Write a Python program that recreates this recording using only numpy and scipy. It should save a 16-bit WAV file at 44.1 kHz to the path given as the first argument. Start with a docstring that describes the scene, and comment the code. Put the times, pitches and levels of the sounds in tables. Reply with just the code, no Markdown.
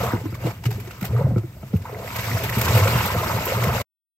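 """Inside a deep vat of thick dye, the microphone just within the rim, a bucket full of holes goes up and down.
Dye streams from it as surging slosh (noise through low air modes), gurgle and froth (noise and bubbles
through cross modes) and spray (patchy noise and tiny bubbles). Knocks and booms are decaying tones,
splashes are noise puffs, and single bubbles are short rising tones. The round wall answers with a short
tail over steady outdoor air. The sound is cut off shortly before the end."""
import sys
import numpy as np
from scipy import signal
from scipy.fft import rfft, irfft, next_fast_len
from scipy.io import wavfile
from scipy.ndimage import uniform_filter1d, map_coordinates

SR = 44100
rng = np.random.default_rng(int(sys.argv[2]) if len(sys.argv) > 2 else 0)


def persist_wave(psi):
    """Save psi, clipped to +-1, as 16-bit WAV."""
    counts = np.round(np.clip(psi, -1, 1) * 32767).astype(np.int16)
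    wavfile.write(sys.argv[1], SR, np.atleast_2d(counts).T)


N = 183985

# Dye streaming from the bucket and moving in the vat between blows.
# Each row: time in seconds, then slosh, gurgle, froth and spray level, all in dB.
FLOW = [(0, -21, -24, -30.5, -34.5), (.07, -24, -34.5, -35, -36), (.13, -30, -39, -32.5, -40.5),
        (.2, -31.5, -41, -46.5, -46), (.3, -33.5, -56, -54, -48.5), (.39, -36, -47.5, -50, -50.5),
        (.47, -22, -33, -39.5, -39.5), (.56, -39, -53.5, -52.5, -50.5), (.63, -30, -50, -64, -52.5),
        (.76, -27, -48.5, -54, -46), (1.0, -44.5, -52, -49, -47.5), (1.1, -22, -41, -47, -46),
        (1.2, -18.5, -37, -38, -46.5), (1.29, -16.5, -40, -48, -56), (1.48, -39, -58, -63.5, -58),
        (1.68, -46, -57, -58.5, -52.5), (1.84, -34.5, -49, -55, -53), (1.86, -40.5, -51, -38, -48),
        (1.96, -33.5, -36, -47.5, -47.5), (2.11, -31, -46, -38.5, -37), (2.26, -29, -37.5, -38, -32),
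        (2.51, -28.5, -38, -37.5, -34), (2.63, -23.5, -35, -35, -30), (2.77, -20, -27, -29.5, -26.5),
        (2.9, -19.5, -32, -28.5, -28), (3.0, -22, -37.5, -29.5, -30.5), (3.33, -25, -31, -32, -33),
        (3.53, -31, -35, -35, -32), (3.68, -22, -27.5, -28, -32.5), (3.81, -26.5, -34.5, -35.5, -31.5)]
# Lowest air modes of the vat, the sharp one first. Each row: centre in Hz, width in Hz, relative level in dB.
BOOM_MODES = [(120.8, 6.83, 5.5), (97.2, 55.7, -4.5), (186, 104.5, -10.5), (72, 53, -11.5)]
# The broad low modes against the sharp one. Each row: time in seconds, level change in dB.
BROAD_MODE_LEVEL = [(0, -1), (0.6, -1), (0.9, -3.5), (1.6, -4), (2.0, 0), (2.8, 0), (3.8, 1)]
# Cross modes of the vat. Each row: centre in Hz, width in Hz, relative level in dB.
CROSS_MODES = [(369, 86, -2), (517, 70, 1.5), (676, 78, -1.5), (1002, 264, -2.5), (1181, 360, -0.5),
               (1367, 305, -2.5), (1688, 300, -13), (1950, 140, -8.5), (2160, 81, -11)]
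# Colour of spray, in the stream and in the splashes. Each row: frequency in Hz, relative level in dB.
SPRAY_COLOUR = [(700, 0.5), (1650, 2), (2130, 4), (2600, 2), (2950, 0), (3500, -3.5), (5200, -5),
                (5700, -5.5), (7500, -6), (10300, -10.5), (12200, -4.5), (15500, -13)]
FIZZ_DB = -7.5  # fizz over spray
STIR_RISE_S, STIR_T60_S = 0.003, 0.079  # a blow stirs the dye up for a moment
# Stirring in dB: slosh over a thump's boom, gurgle over its bucket ring, froth over a splash.
STIR_SLOSH_DB, STIR_GURGLE_DB, STIR_FROTH_DB = -11.5, -14.5, -20


def stream():
    """Moving dye: surges drive the boom, bubbles sound through the vat's modes, spray fizzes."""
    slosh_db, gurgle_db, froth_db, spray_db = curves(FLOW)
    surge = wobble(14)

    lumps = amp(2.7 * wobble(30.1) + 1.1 * surge) * rng.standard_normal((2, N))
    sharp_boom = filtered(lumps, modes(BOOM_MODES[:1]))
    broad_level = amp(curves(BROAD_MODE_LEVEL)[0])
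    broad_boom = filtered(broad_level * lumps, modes(BOOM_MODES[1:]))
    slosh = unit(sharp_boom - broad_boom)

    churn = patchy(patchy_db=1.2)
    churn = churn + 0.9 * bubbles(count=9000, size=480, centre_hz=1150, spread=0.55, turns=3, uneven_db=2.3)
    churn_gain = amp(0.88 * surge + 0.25 * wobble(43))
    gurgle, froth = split(churn_gain * filtered(churn, modes(CROSS_MODES)), hz=836, steep=10.6)

    drops = patchy(patchy_db=2.5)
    drops = drops + 0.33 * bubbles(count=7000, size=120, centre_hz=6000, spread=0.65, turns=2.5, uneven_db=2.4)
    drops *= amp(0.8 * surge + 1.304 * wobble(45) + 0.21 * wobble(110))
    spray, fizz = split(filtered(drops, spray_colour), hz=11000, steep=18.0)

    slosh_blows = [(s, boom_db + STIR_SLOSH_DB) for s, boom_db, *_ in THUMPS]
    gurgle_blows = [(s, ring_db + STIR_GURGLE_DB) for s, *_, ring_db in THUMPS]
    froth_blows = [(s, db + STIR_FROTH_DB) for s, db, _ in SPLASHES]
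    return (slosh * stirred(slosh_db, slosh_blows)
            + gurgle * stirred(gurgle_db, gurgle_blows)
            + froth * stirred(froth_db, froth_blows)
            + amp(spray_db) * (spray + amp(FIZZ_DB) * fizz))


# Bucket knocks and gulps. Each row: start in seconds, boom level in dB, boom pitch in Hz,
# knock level in dB, pitch the knock settles to in Hz, bucket ring level in dB.
THUMPS = [(0.066, -20, 116.6, -30.5, 169, -42), (0.133, -19, 107, -19.5, 231, -21),
          (0.237, -33, 116, -28.5, 247, -48), (0.254, -24, 103, -22.5, 279, -35),
          (0.323, -31, 85, -34, 161, -35.5), (0.442, -21, 119.4, -19, 153, -40),
          (0.655, -11.5, 119.3, -22, 161, -25.5), (0.708, -20, 119.4, -32, 164, -36),
          (1.02, -26, 121.7, -18, 183, -29), (1.102, -19.5, 112, -23, 168, -33),
          (1.143, -22, 131, -31, 160.5, -40), (1.198, -18, 139.7, -20.5, 174, -32),
          (1.241, -8, 127, -28.5, 159.5, -33), (1.313, -24.5, 150, -17, 190, -36),
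          (1.339, -30, 116, -16.5, 115, -45), (1.36, -10, 109.2, -16, 185.7, -22.5),
          (1.434, -23.5, 126, -34, 164.3, -33.5), (1.565, -30, 86.4, -59, 242, -46),
          (1.629, -30.5, 131.5, -33.5, 200, -32), (1.737, -30.5, 152, -8.5, 165, -28.5),
          (1.749, -22, 95, -8, 94, -53), (2.183, -21.5, 110, -38, 191, -52),
          (2.312, -17.5, 116.3, -47, 170, -42), (2.337, -17.5, 111, -44, 167, -58),
          (2.567, -17, 121, -17, 203, -27), (2.667, -20, 92, -29, 161, -28),
          (2.749, -12.5, 97, -33.5, 189, -29), (2.812, -9, 103.4, -26.5, 163.3, -33),
          (2.955, -12, 118, -10, 117.5, -36.5), (3.159, -15.5, 90, -19.5, 153, -25),
          (3.334, -23, 119.5, -36, 184, -29), (3.664, -14, 130, -15, 161, -26)]
# Ringing of the bucket itself. Each row: nominal pitch in Hz, level in dB over the ring, 60 dB decay in seconds.
BUCKET_MODES = [(337, -1, 0.045), (475, -5, 0.017), (640, -16, 0.038), (954, -20.5, 0.013),
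                (1358, -14, 0.032), (2103, -18.5, 0.016)]
BOOM_RISE_S, BOOM_T60_S, KNOCK_RISE_S, KNOCK_T60_S, BUCKET_RISE_S = 0.0043, 0.2, 0.003, 0.067, 0.00081
KNOCK_SAG, KNOCK_SAG_S = 0.52, 0.0038  # a knock starts this share sharp and sags to its pitch


def thumps():
    """Each knock rings the bucket briefly; the vat's boom swells just after."""
    out, t = np.zeros((2, N)), np.arange(SR // 3) / SR

    def ring(turns, db, t60, rise):
        """A decaying tone, its second part a quarter cycle late."""
        return amp(db) * swell(t, rise, t60) * np.sin(2 * np.pi * (turns - [[0], [1 / 4]]))

    sagging = t + KNOCK_SAG * KNOCK_SAG_S * (1 - np.exp(-t / KNOCK_SAG_S))
    for s, boom_db, boom_hz, knock_db, knock_hz, ring_db in THUMPS:
        add(out, s, ring(boom_hz * t, boom_db, BOOM_T60_S, BOOM_RISE_S))
        add(out, s, ring(knock_hz * sagging, knock_db, KNOCK_T60_S, KNOCK_RISE_S))
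        for hz, db, t60 in BUCKET_MODES:
            struck_hz = hz * (1 + 0.041 * rng.normal())
            struck_db = ring_db + db + rng.normal(0, 1.7)
            add(out, s, ring(struck_hz * t, struck_db, t60, BUCKET_RISE_S))
    return out


# Slaps of dye on the surface and wall. Each row: start in seconds, level in dB before the spray colour,
# brightness in dB (gain of the part above the split).
SPLASHES = [(0.059, -32, 4), (0.112, -36.5, 7), (0.169, -52, -9), (0.342, -35, 0.5), (0.462, -35, -9.5),
            (0.499, -32.5, -15.5), (0.634, -33, -3.5), (0.652, -25.5, 2), (0.704, -27, 3), (0.719, -37, 0),
            (0.797, -35.5, 4.5), (0.87, -38, -6), (0.906, -37.5, -7), (1.007, -36, 8.5), (1.024, -31, 4.5),
            (1.044, -25.5, 6.5), (1.06, -32.5, 4.5), (1.221, -42, 0), (1.367, -42, -7), (1.38, -39, -6),
            (1.7613, -43, 9.5), (1.8144, -43, -5.5), (1.854, -48, -8), (2.1044, -49, -1.5),
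            (2.157, -23.5, 3), (2.184, -24.5, -4.5), (2.4325, -25.5, 9), (2.4914, -26.5, 7),
            (2.5505, -24, 0.5), (2.581, -24.5, 10.5), (2.61, -19, 6.5), (2.6457, -19.5, 3.5),
            (2.677, -23, -5.5), (2.726, -32, 5.5), (2.7473, -21, 3), (2.771, -23, 9), (2.8741, -21.5, -8.5),
            (2.9832, -29.5, -8.5), (3.054, -34.5, 19.5), (3.103, -26.5, -9.5), (3.451, -32.5, 19.5),
            (3.5472, -38, -3), (3.6331, -23, 4), (3.748, -34, -4.5)]
SPLASH_RISE_S, SPLASH_T60_S, SPLASH_SPLIT_HZ = .0045, .052, 10500
SPLASH_CRACKLE_DB, CRACKLE_RATE = 2.2, 220  # a splash breaks up into droplets: depth, random knots a second


def splashes():
    """Short noise puffs coloured as spray; brighter ones carry more of the highest treble."""
    low, high, t = np.zeros((2, N)), np.zeros((2, N)), np.arange(SR // 4) / SR
    for s, db, bright_db in SPLASHES:
        puff = amp(db) * swell(t, SPLASH_RISE_S, SPLASH_T60_S) * rng.standard_normal((2, len(t)))
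        add(low, s, puff)
        add(high, s, amp(bright_db) * puff)
    low_share = lambda hz: 1 / (1 + (hz / SPLASH_SPLIT_HZ) ** 8)
    crackle = unit(amp(SPLASH_CRACKLE_DB * wobble(CRACKLE_RATE)))
    body = filtered(crackle * low, lambda hz: spray_colour(hz) * low_share(hz))
    treble = filtered(crackle * high, lambda hz: spray_colour(hz) * (1 - low_share(hz)))
    return body + treble


# Single loud bubbles. Each row: start in seconds, peak level in dB, starting pitch in Hz.
PLOPS = [(0.003, -28, 525), (0.005, -32, 795), (0.013, -30.5, 1196), (0.045, -28, 1450), (0.057, -24, 713),
         (0.059, -27, 493), (0.078, -24, 1244), (0.103, -25.5, 1160), (0.12, -28, 1630), (0.211, -35, 490),
         (0.266, -30.5, 315), (0.256, -34.5, 1020), (0.322, -32, 327), (0.019, -42, 1300),
         (0.033, -18, 473), (0.067, -22.5, 1140), (0.133, -27, 930), (0.132, -23, 481), (0.137, -30.5, 335),
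         (0.148, -25.5, 334), (0.17, -30, 1980), (0.326, -37, 1330), (0.343, -33, 2140),
         (0.352, -31.5, 1140), (0.439, -32, 514), (0.445, -37, 2750), (0.448, -24.5, 333),
         (0.458, -38, 2750), (0.462, -36, 1090), (0.46, -34.5, 670), (0.469, -28, 480), (0.47, -23.5, 326),
         (0.478, -35.5, 2000), (0.48, -34, 1090), (0.637, -36.5, 920), (0.657, -29.5, 1350),
         (0.663, -35.5, 3570), (0.657, -23.5, 2880), (0.661, -37, 432), (0.687, -29, 415),
         (0.714, -32.5, 766), (0.78, -32.5, 393), (0.8, -46, 2380), (0.873, -32.5, 368), (0.876, -41, 2140),
         (0.908, -38, 2670), (0.909, -33.5, 1360), (1.025, -35, 420), (1.027, -32.5, 1340),
         (1.032, -31, 2080), (1.04, -28.5, 760), (1.043, -30.5, 1950), (1.132, -28, 466),
         (1.146, -24.5, 454), (1.15, -32, 700), (1.164, -29.5, 1180), (1.17, -30.5, 438), (1.191, -21, 467),
         (1.21, -19, 533), (1.209, -26, 850), (1.265, -27, 614), (1.268, -26.5, 508), (1.305, -29.5, 550),
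         (1.306, -35, 720), (1.361, -21.5, 346), (1.362, -25.5, 491), (1.379, -33, 1290),
         (1.38, -26.5, 339), (1.439, -30, 329), (1.567, -42, 610), (1.629, -36.5, 645), (1.63, -40.5, 1280),
         (1.732, -28.5, 472), (1.741, -31, 427), (1.736, -39, 750), (1.764, -40, 2640), (1.853, -27.5, 920),
         (1.894, -33, 490), (1.926, -29, 413), (1.947, -32, 2000), (2.045, -27, 505), (2.076, -28, 1940),
         (2.156, -31, 700), (2.158, -30, 1140), (2.187, -34.5, 480), (2.283, -27, 637), (2.283, -24, 1115),
         (2.315, -23.5, 1920), (2.331, -30.5, 2100), (2.368, -25.5, 645), (2.4, -26.5, 650),
         (2.434, -26.5, 420), (2.462, -29, 670), (2.494, -20, 1870), (2.526, -23, 1880), (2.57, -25.5, 416),
         (2.57, -27, 900), (2.612, -27.5, 1220), (2.613, -39, 3000), (2.614, -26, 5200),
         (2.614, -31.5, 1880), (2.666, -19.5, 1037), (2.67, -27, 1540), (2.68, -18, 1060),
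         (2.691, -28.5, 2920), (2.728, -25.5, 620), (2.748, -23.5, 830), (2.749, -23.5, 2870),
         (2.752, -29, 6500), (2.768, -21.5, 513), (2.773, -21.5, 1391), (2.801, -20, 2120),
         (2.826, -19, 1055), (2.837, -22.5, 2130), (2.857, -17, 507), (2.87, -18, 529),
         (2.873, -17.5, 1383), (2.875, -20.5, 2240), (2.964, -31, 2620), (2.985, -25, 2800),
         (3.006, -17, 1000), (3.102, -18.5, 1025), (3.147, -21, 520), (3.152, -22, 685),
         (3.228, -20.5, 630), (3.234, -17.5, 1026), (3.236, -29.5, 2070), (3.262, -24.5, 910),
         (3.317, -23, 756), (3.3, -20.5, 900), (3.38, -25.5, 904), (3.467, -23.5, 980), (3.481, -22, 530),
         (3.52, -17.5, 528), (3.62, -23.5, 1080), (3.64, -19, 2120), (3.671, -29.5, 2850), (3.69, -24, 546),
         (3.78, -22.5, 1426), (3.784, -27.5, 770), (3.8, -25.5, 2080)]
PLOP_LIFE, PLOP_RISE, PLOP_CLIMB = 3.75, .8, 0.0011  # decay cycles at 500 Hz, rise cycles, phase climb per cycle
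PLOP_LIFE_GROWS = 0.25  # small bubbles ring more cycles: life grows as pitch to this power


def plops():
    """Single bubbles ring a few cycles as their pitch climbs slightly."""
    out, t = np.zeros((2, N)), np.arange(SR // 8) / SR
    for s, db, hz in PLOPS:
        cycles = hz * t
        life = PLOP_LIFE * (hz / 500) ** PLOP_LIFE_GROWS
        shape = np.exp(-cycles / life) * (1 - np.exp(-cycles / PLOP_RISE))
        turns = cycles * (1 + PLOP_CLIMB * cycles) - [[0], [1 / 4]]
        add(out, s, amp(db) * shape / shape.max() * np.sin(2 * np.pi * turns))
    return out


WALL_DB, WALL_T60_S, WALL_LOW_HZ, WALL_HIGH_HZ = -9, .1, 400, 5000  # the vat wall's answer


def wall(x):
    """The round wall throws the sound back and forth: a dense short tail with fine fixed resonances."""
    t = np.arange(SR // 5) / SR
    tail = amp(-60 * t / WALL_T60_S) * rng.standard_normal(len(t))
    echo = signal.fftconvolve(x, tail[None] / np.linalg.norm(tail), axes=1)[:, :N]
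    band = lambda hz: 1 / (1 + (WALL_LOW_HZ / (hz + 1)) ** 4) / (1 + (hz / WALL_HIGH_HZ) ** 2)
    return amp(WALL_DB) * filtered(echo, band)


# Open air above the rim. Each row: frequency in Hz, relative level in dB.
AIR_COLOUR = [(40, -1), (110, 0.5), (190, -13), (300, -18.5), (700, -33.5), (2000, -38.5), (5000, -43.5),
              (10000, -39.5), (12500, -40.5), (15500, -39.5)]


def air():
    """The steady outdoor background, noise coloured by the vat."""
    return amp(-38.0) * unit(filtered(patchy(patchy_db=-0.5), lambda hz: amp(along(AIR_COLOUR, hz))))


def amp(db):
    """dB to gain."""
    return 10 ** (np.asarray(db) / 20)


def unit(x):
    """Scaled to rms 1."""
    return x / np.sqrt(np.mean(x ** 2) + 1e-20)


def along(points, hz):
    """(Hz, value) points read on a log frequency axis."""
    f, v = np.transpose(points)
    return np.interp(np.log(hz + 1), np.log(f + 1), v)


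def curves(rows):
    """One value per sample for each column after the time."""
    s, *cols = np.transpose(rows)
    return [np.interp(np.arange(N) / SR, s, c) for c in cols]


def wobble(rate):
    """A smooth random curve, rate knots a second."""
    knots = rng.standard_normal(int(N * rate / SR) + 4)
    return map_coordinates(knots, [np.arange(N) * rate / SR])


def filtered(x, response):
    """x times a complex response of frequency."""
    m = next_fast_len(N + SR // 2)
    return irfft(rfft(x, m) * response(np.fft.rfftfreq(m, 1 / SR)), m)[..., :N]


def modes(table):
    """Causal response of (Hz, width, dB) resonances, alternating in sign."""
    def response(f):
        return sum((-1) ** k * amp(db) * 1j * f * w / (c * c - f * f + 1j * f * w)
                   for k, (c, w, db) in enumerate(table))
    return response


def spray_colour(hz):
    """The gain of spray at each frequency."""
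    return amp(along(SPRAY_COLOUR, hz))


def split(x, hz, steep):
    """The parts of x below and above hz, each of rms 1."""
    low = filtered(x, lambda f: 1 / (1 + (f / hz) ** steep))
    return unit(low), unit(x - low)


def patchy(patchy_db):
    """Two noises that share time-frequency patches of random gain."""
    z = signal.stft(rng.standard_normal((2, N)), nperseg=256)[2]
    field = rng.standard_normal(z.shape[1:])
    field = uniform_filter1d(uniform_filter1d(field, 5, 0), 5, 1)
    return unit(signal.istft(z * amp(patchy_db * unit(field)), nperseg=256)[1][:, :N])


def bubbles(count, size, centre_hz, spread, turns, uneven_db):
    """Damped sines whose pitch rises a little as they reach the surface; two unrelated sets."""
    draw, t = rng.random((count, 2)), np.arange(size) / SR
    hz = np.minimum(centre_hz * np.exp(spread * rng.standard_normal((count, 1))), SR / 3)
    cycles = hz * t
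    wave = np.sin(2 * np.pi * cycles * (1 + 0.034 * cycles / turns))
    wave *= np.exp(-cycles / turns) * (1 - np.exp(-1.2 * cycles))
    wave *= amp(-uneven_db * np.log(draw[:, :1] + .01))  # a few are much louder
    # Odd bubbles go into the second set, stored 2 N samples further on.
    start = (draw[:, 1:] * N).astype(int) + 2 * N * (np.arange(count)[:, None] % 2)
    out = np.bincount((start + np.arange(size)).ravel(), wave.ravel(), 4 * N)
    return unit(out.reshape(2, -1)[:, :N])


def swell(t, rise, t60):
    """A soft rise into an exponential decay, peak 1."""
    shape = amp(-60 * t / t60) * (1 - np.exp(-t / rise)) ** 2
    return shape / shape.max()


def stirred(level_db, blows):
    """A layer's gain: its flow level plus, in power, a short swell after each (s, dB) blow."""
    power = amp(level_db)[None] ** 2
    shape = swell(np.arange(SR // 3) / SR, STIR_RISE_S, STIR_T60_S)
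    for s, db in blows:
        add(power, s, (amp(db) * shape) ** 2)
    return np.sqrt(power)


def add(track, s, sound):
    """Mix a sound in at s seconds."""
    part = track[:, round(s * SR):][:, :sound.shape[-1]]
    part += sound[..., :part.shape[1]]


# Likeness of left and right: alike in the bass, loosely related in the middle, opposed near 10 kHz,
# alike again near 13 kHz. Each row: frequency in Hz, likeness (held within -1 to 1 when used).
ALIKE = [(40, 0.95), (75, .997), (190, 1), (330, .93), (800, .88), (1200, .74), (1900, 0.55), (3000, .2),
         (6500, 0.17), (8500, 0.26), (9300, -1.045), (9600, -1.5), (10400, -1.7), (10800, -1), (11900, 0.9),
         (12600, .96), (14800, .96), (15400, 0)]
# Balance of left and right. Each row: frequency in Hz, left minus right in dB.
LEAN = [(400, 0), (1000, 0), (2000, -3.5), (3000, 0.5), (4200, 5), (5200, 8), (6500, 0), (8000, -1.5),
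        (8900, 0)]
# Phase between left and right. Each row: frequency in Hz, lead of the left in radians.
LEAD = [(45, 0), (180, 0), (330, -0.4), (1000, 0.83), (2400, 1.36), (3600, 2.5), (5000, 0.65), (6500, 0)]


def scene():
    """Every source comes as a shared part and a part that differs between left and right."""
    turn = lambda hz: np.arccos(np.clip(along(ALIKE, hz), -1, 1)) / 2
    near = stream() + thumps() + splashes() + plops()
    water = near + wall(near) + air()
    mid, side = filtered(water, lambda hz: np.array([np.cos(turn(hz)), np.sin(turn(hz))]))
    half = np.array([[.5], [-.5]])  # left takes half of each difference, right the other half
    left_right = lambda hz: amp(along(LEAN, hz) * half) * np.exp(1j * along(LEAD, hz) * half)
    return filtered(np.array([mid + side, mid - side]), left_right)


# The closing cut-off. Each row: time in seconds, level in dB.
CUT = [(3.817, 0.5), (3.826, -23.5), (3.835, -44.5), (3.848, -51.5), (3.856, -130)]
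TOP_HZ = 15800  # band limit


def record(dry):
    """The microphone rolls off the deep bass; the sound is cut off; nothing is kept above the band limit."""
    rumble_cut = lambda hz: (1j * hz / 42 / (1 + 1j * hz / 42)) ** 4
    cut_off = filtered(dry, rumble_cut) * amp(curves(CUT)[0])
    return filtered(cut_off, lambda hz: hz < TOP_HZ)


dry = scene()
out = record(dry)
persist_wave(out)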